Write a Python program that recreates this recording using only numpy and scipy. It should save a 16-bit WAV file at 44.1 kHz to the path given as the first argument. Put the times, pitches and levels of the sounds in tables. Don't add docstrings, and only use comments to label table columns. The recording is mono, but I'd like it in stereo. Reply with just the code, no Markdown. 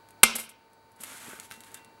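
import sys
import numpy as np
from scipy import signal
from scipy.fft import rfft, irfft
from scipy.io import wavfile
from scipy.ndimage import uniform_filter1d

SR = 44100
rng = np.random.default_rng(int(sys.argv[2]) if len(sys.argv) > 2 else 0)


def generate_wav(sig):
    pcm = np.round(np.clip(np.atleast_2d(sig).T, -1, 1) * 32767).astype(np.int16)
    wavfile.write(sys.argv[1], SR, pcm)


N = 88200
TIME_S = np.arange(N) / SR

# frequency in Hz, relative density in dB.
FLOOR_SPECTRUM = [(25, -24.5), (100, -12.5), (260, -10.5), (700, -12), (1000, -13), (1500, -17.5),
                  (2000, -21), (3200, -27.5), (4600, -30), (5400, -32), (11000, -33.5), (16000, -43.5)]
RASP_SPECTRUM = [(900, -31), (1400, 1), (1560, 7), (2000, -35.5)]
DRAG_HISS_SPECTRUM = [(1000, -17), (3500, 1), (5200, -5), (7500, 1.5), (11000, 0), (13500, -6),
                      (16000, -25)]
DRAG_BODY_SPECTRUM = [(100, -20), (260, -1.5), (350, -13), (700, -6), (1100, -2.5), (1520, -0.5),
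                      (1850, -1.5), (2400, -3.5), (3500, -12.5), (6000, -46), (16000, -31)]
TICK_BRIGHT_SPECTRUM = [(100, -27.5), (1000, -18.5), (2500, -6.5), (5200, -10), (7500, -1.5), (10000, -0.5),
                        (13000, -7), (16000, -14.5)]
TICK_BODY_SPECTRUM = [(100, -13), (700, -7.5), (1500, -3.5), (3800, -5.5), (5000, -12), (12000, -9.5),
                      (16000, -29.5)]
CHINK_SPECTRUM = [(100, -22.5), (500, -3), (1300, -7.5), (3200, -6), (5500, -9.5), (9500, -1.5),
                  (13600, -7), (16000, -32)]
CRACK_SPECTRUM = [(30, -18), (130, -32.5), (290, -13), (410, -4), (560, -10), (1050, -5), (1480, 2),
                  (1830, -10), (2300, 0.5), (3100, -3), (4300, -9.5), (6800, -11), (7700, -3), (9400, -0.5),
                  (12000, -6.5), (16000, -23.5)]

# frequency in Hz, relative level in dB, T60 in seconds.
OFFCUT_MODES = [(1297, -55, 0.11), (1567, -48.5, 0.1), (1980, -58.5, 0.53), (2733, -55, 0.54),
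                (3570, -54.5, 0.21), (4000, -61, 0.052), (10130, -58.5, 0.12)]
EDGE_MODES = [(7947, -3, 0.037), (8400, -14, .08), (8872, -8.5, 0.058), (9470, 2.5, 0.048), (10060, 0, .05),
              (9900, -8.5, 0.055), (11400, 0.5, .06), (11130, -2.5, 0.044), (10800, -9, .07),
              (11300, -11.5, .055), (13100, -14, .04), (12600, -11, .03)]
SHEET_MODES = [(227.6, -25, .33), (241.6, -32, .27), (394, -19, 0.023), (443, -24, .045), (499, -37, 0.19),
               (956, -32, .25), (1275, -21, 0.11), (1352, -20.5, .09), (1383, -13, 0.062),
               (2111, -12.5, 0.11), (2207, -30, 0.27), (2347, -12.5, .08), (2527, -28.5, .3),
               (2730, -18.5, .11), (3120, -24.5, .2), (3320, -23.5, .14)]
THUMP_MODES = [(45.4, -32.5, .12)]
# multiple of the pitch, relative level in dB, T60 in seconds.
JOLT_MODES = [(1, 0.5, 0.021), (1.5, -4, 0.015), (2.4, -32, 0.0087), (4.3, -27, 0.0067)]

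# frequency in Hz, RMS level in dB.
WHINE_TONES = [(102, -72.5), (450, -71), (900, -61.5), (1500, -71.5), (2326, -77), (3898, -78.5),
               (4199, -81), (4500, -76.5), (4802, -81), (15622, -77)]
# frequency in Hz, gain in dB, T60 in seconds.
ROOM_BANDS = [(100, -20, .35), (230, -15.5, 0.81), (400, -9, 0.35), (1507, -16.5, .53), (3025, -13, 0.51),
              (5600, -8, 0.39), (8200, -20, 0.25), (12000, -24, 0.22), (15980, -26, .33)]
# frequency in Hz, side gain in dB.
SIDE_GAINS = [(60, -14.5), (220, -33.5), (500, -26), (1200, -25), (2800, -19.5), (5000, -11), (9000, -17.5),
              (14000, -17.5)]

# start in seconds, length in seconds, level in dB.
RASP_EVENTS = [(1.112, .04, -53.5), (1.3, 0.062, -51.5)]
# time in seconds, hiss level in dB, body level in dB.
DRAG_ENVELOPE = [(0.969, -83, -63), (1.001, -61, -67.5), (1.045, -49, -50.5), (1.125, -48, -49),
                 (1.17, -48, -52.5), (1.24, -49.5, -50), (1.28, -49, -49.5), (1.35, -53, -51.5),
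                 (1.409, -58, -58.5), (1.455, -52.5, -58), (1.485, -66, -66.5), (1.55, -57, -58.5),
                 (1.588, -64.5, -72), (1.63, -68.5, -66), (1.67, -57.5, -58), (1.735, -64, -60.5),
                 (1.773, -58.5, -55), (1.84, -80, -71), (1.95, -88, -87)]
# start in seconds, level in dB, pitch in Hz.
JOLT_EVENTS = [(1.1203, -36.5, 1415), (1.2728, -45, 238), (1.2816, -37.5, 280), (1.289, -42, 410),
               (1.333, -37, 396)]
# start in seconds, gain in dB, tilt in dB/octave.
JOG_EVENTS = [(.345, -15, -9.5), (.388, -31.5, 2), (1.002, -27.5, -6.5), (1.036, -34, -1.5),
              (1.145, -34, -3.5), (1.389, -33.5, -2), (1.514, -33, -18), (1.576, -31, -7.5)]
CLINK_EVENTS = [(1.5134, 5.5, -7), (1.5201, -10, -25), (1.7453, -1, 0.5)]
# start in seconds, level in dB, body share of the power from 0 to 1.
TICK_EVENTS = [(0.088, -46.5, 0.24), (0.1069, -44, 0.18), (1.0448, -36, 0.6), (1.3992, -30, 0.25),
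               (1.5056, -41.5, .4), (1.5121, -33, 0.88), (1.5206, -34.5, 1), (1.5276, -44, 0),
               (1.5397, -40, 0.3), (1.606, -35.5, 0.11), (1.6368, -41.5, 0.74), (1.6447, -44, 0.1),
               (1.717, -43, 0), (1.7441, -27, 0.04), (1.8472, -45, 0.23)]
# start in seconds, level in dB, length in seconds, fade in seconds.
CHINK_EVENTS = [(0.3521, -26.5, 0.014, 0.0029), (0.367, -39, 0.009, 0.0076), (0.382, -33.5, 0.018, 0.018),
                (0.401, -36, 0.0044, 0.0068), (0.4257, -45, 0.015, 0.015), (0.49, -43, 0.0024, 0.012),
                (0.731, -60, 0.0028, 0.0036), (0.917, -62, 0.0038, .004), (0.96, -61.5, 0.0041, 0.007),
                (1.003, -44.5, 0.018, 0.0079), (1.034, -34, 0.0041, 0.0039)]


def amp(db):
    return 10 ** (np.asarray(db) / 20)


def unit_rms(x):
    return x / np.sqrt(np.mean(x ** 2) + 1e-20)


def unit_energy(x):
    return x / np.linalg.norm(x)


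def lookup(table, hz, column=1):
    rows = np.array(table, float)
    return np.interp(np.log(hz + 1), np.log(rows[:, 0] + 1), rows[:, column])


def add(mix, start_s, sound):
    part = mix[round(start_s * SR):][:len(sound)]
    part += sound[:len(part)]


def convolve(x, response):
    return signal.fftconvolve(x, response)[:N]


def colour(x, spectrum, size=4096):
    log_gain = np.log(amp(lookup(spectrum, abs(np.fft.fftfreq(size, 1 / SR)))))
    response = np.fft.ifft(np.exp(np.conj(signal.hilbert(log_gain)))).real
    return convolve(x, unit_energy(response[:size // 2]))


def drift(rate_hz, points=512):
    return np.interp(TIME_S * rate_hz, np.arange(points), rng.standard_normal(points))


def ring(modes, length_s=0.5):
    t = np.arange(round(length_s * SR)) / SR
    return sum(amp(db - 60 * t / t60_s) * np.sin(2 * np.pi * hz * t) for hz, db, t60_s in modes)


def strike(modes, gain_db, tilt_db_per_oct):
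    return ring([(hz, db + gain_db + tilt_db_per_oct * np.log2(hz / modes[0][0]), t60_s)
                 for hz, db, t60_s in modes])


def burst(rise_s, length_s, fade_s, size=4096):
    t = np.arange(size) / SR
    envelope = np.minimum(t / rise_s, 1) * np.exp(-np.maximum(t - length_s, 0) / fade_s)
    x = rng.standard_normal(size) * envelope
    for _ in range(3):
        flat = irfft(np.exp(1j * np.angle(rfft(x))), size)
        local_rms = np.sqrt(abs(uniform_filter1d(flat ** 2, size=128)) + 1e-12)
        x = envelope * flat / local_rms
    return x


def room_noise(level_db=-60):
    return amp(level_db) * unit_rms(colour(rng.standard_normal(N), FLOOR_SPECTRUM))


def whine(waver_depth=0.081, waver_rad=0.25, waver_hz=14):
    out = np.zeros(N)
    for hz, db in WHINE_TONES:
        envelope = amp(db) * np.sqrt(2) * (1 + waver_depth * drift(waver_hz))
        out += envelope * np.sin(2 * np.pi * hz * TIME_S + waver_rad * drift(waver_hz))
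    return out


def reverb(x, onset_s=0.004):
    hz, t, bands = signal.stft(rng.standard_normal(SR), SR, nperseg=256)
    t60_s = lookup(ROOM_BANDS, hz, column=2)[:, None]
    decay = amp(lookup(ROOM_BANDS, hz)[:, None] - 60 * t / t60_s)
    energy_norm = np.sqrt(np.log(1e6) / t60_s / SR)
    tail = signal.istft(bands * decay * energy_norm, SR, nperseg=256)[1]
    build_up = 1 - np.exp(-(TIME_S[:len(tail)] / onset_s) ** 2)
    return convolve(x, tail * build_up)


def rasps():
    slips = np.zeros(N)
    for start_s, length_s, db in RASP_EVENTS:
        add(slips, start_s, amp(db) * burst(rise_s=0.01, length_s=length_s, fade_s=0.015, size=8192))
    return colour(slips, RASP_SPECTRUM)


def drag(grains_per_s=10000, spread_db=2, flutter_db=1.24, flutter_hz=120, edge_db=-14):
    times_s, hiss_db, body_db = np.transpose(DRAG_ENVELOPE)
    sizes = amp(spread_db * np.minimum(rng.exponential(1, (2, N)), 5))
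    signs = rng.choice([-1., 1.], (2, N))
    hits = rng.random((2, N)) < grains_per_s / SR
    grains = unit_rms(sizes * signs * hits) * amp(flutter_db * drift(flutter_hz)) * (TIME_S > times_s[0])
    fine = grains[0] * amp(np.interp(TIME_S, times_s, hiss_db))
    coarse = grains[1] * amp(np.interp(TIME_S, times_s, body_db))
    edges = amp(edge_db) * convolve(fine, unit_energy(ring(EDGE_MODES)))
    return colour(fine, DRAG_HISS_SPECTRUM) + edges + colour(coarse, DRAG_BODY_SPECTRUM)


def handling(highpass_hz=110):
    out = np.zeros(N)
    for start_s, db, pitch_hz in JOLT_EVENTS:
        modes = [(pitch_hz * ratio, mode_db, t60_s) for ratio, mode_db, t60_s in JOLT_MODES]
        add(out, start_s, amp(db) * ring(modes))
    for modes, events in (SHEET_MODES, JOG_EVENTS), (OFFCUT_MODES, CLINK_EVENTS):
        for start_s, db, tilt_db_per_oct in events:
            add(out, start_s, strike(modes, db, tilt_db_per_oct))
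    return signal.sosfilt(signal.butter(2, highpass_hz, "high", fs=SR, output="sos"), out)


def ticks(fade_s=0.0002, firm_extra_s=0.00058, rattle_db=-12.5, rattle_s=0.0074):
    bright, body = np.zeros((2, N))
    t = TIME_S[:SR // 10]
    for start_s, db, share in TICK_EVENTS:
        contact = np.exp(-t / (fade_s + firm_extra_s * share))
        rattle = amp(rattle_db) * np.exp(-t / rattle_s)
        noise = amp(db) * (contact + rattle) * rng.choice([-1., 1.], (2, len(t)))
        add(bright, start_s, np.sqrt(1 - share) * noise[0])
        add(body, start_s, np.sqrt(share) * noise[1])
    return colour(bright, TICK_BRIGHT_SPECTRUM) + colour(body, TICK_BODY_SPECTRUM)


def chinks(rise_s=0.0016, ring_db=-3.5, grit_db=-3, detune=0.0015, grain_db=3, grain_hz=1200):
    contacts, ringing = np.zeros((2, N))
    for start_s, db, length_s, fade_s in CHINK_EVENTS:
        chatter = amp(db) * burst(rise_s, length_s, fade_s)
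        chatter *= unit_rms(amp(grain_db * drift(grain_hz, points=4096)))[:len(chatter)]
        modes = [(hz * rng.normal(1, detune), mode_db, t60_s) for hz, mode_db, t60_s in EDGE_MODES]
        add(contacts, start_s, chatter)
        add(ringing, start_s, convolve(chatter, unit_energy(ring(modes, length_s=0.1))))
    return amp(ring_db) * ringing + amp(grit_db) * colour(contacts, CHINK_SPECTRUM)


def snap(start_s=0.2321, crack_db=2.5, ring_delay_s=0.0018):
    out = np.zeros(N)
    fracture = burst(rise_s=0.00061, length_s=0.0054, fade_s=0.0023)
    edges = strike(EDGE_MODES, gain_db=-10, tilt_db_per_oct=-10)
    add(out, start_s, amp(crack_db) * colour(fracture, CRACK_SPECTRUM))
    add(out, start_s + ring_delay_s, ring(SHEET_MODES) + edges + ring(THUMP_MODES))
    return out


def scene(reverb_side_db=5, noise_side_db=-7):
    glass = snap() + chinks() + ticks() + handling() + drag() + rasps()
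    mid = glass + reverb(glass) + whine() + room_noise()
    side_spectrum = 1j * rfft(glass) + amp(reverb_side_db) * rfft(reverb(glass))
    width = amp(lookup(SIDE_GAINS, np.fft.rfftfreq(N, 1 / SR)))
    side = irfft(side_spectrum * width, N) + amp(noise_side_db) * room_noise()
    return np.array([mid + side, mid - side])


def record(dry, threshold_db=-14, duck_db_per_db=0.31, recover_db_per_s=4, ceiling=0.8, cutoff_hz=16300):
    smoothing = 1 / 200
    power = signal.lfilter([smoothing], [1, smoothing - 1], (dry ** 2).mean(0))
    excess_db = np.maximum(10 * np.log10(power + 1e-12) - threshold_db, 0)
    recovery_db = TIME_S * recover_db_per_s
    duck_db = np.maximum.accumulate(excess_db * duck_db_per_db + recovery_db) - recovery_db
    drive = dry * amp(-duck_db) / ceiling
    clipped = ceiling * drive / (1 + drive ** 6) ** (1 / 6)
    lowpass = signal.firwin(255, cutoff_hz, window=("kaiser", 8), fs=SR)
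    return signal.oaconvolve(clipped, lowpass[None], "same")


dry = scene()
out = record(dry)
generate_wav(out)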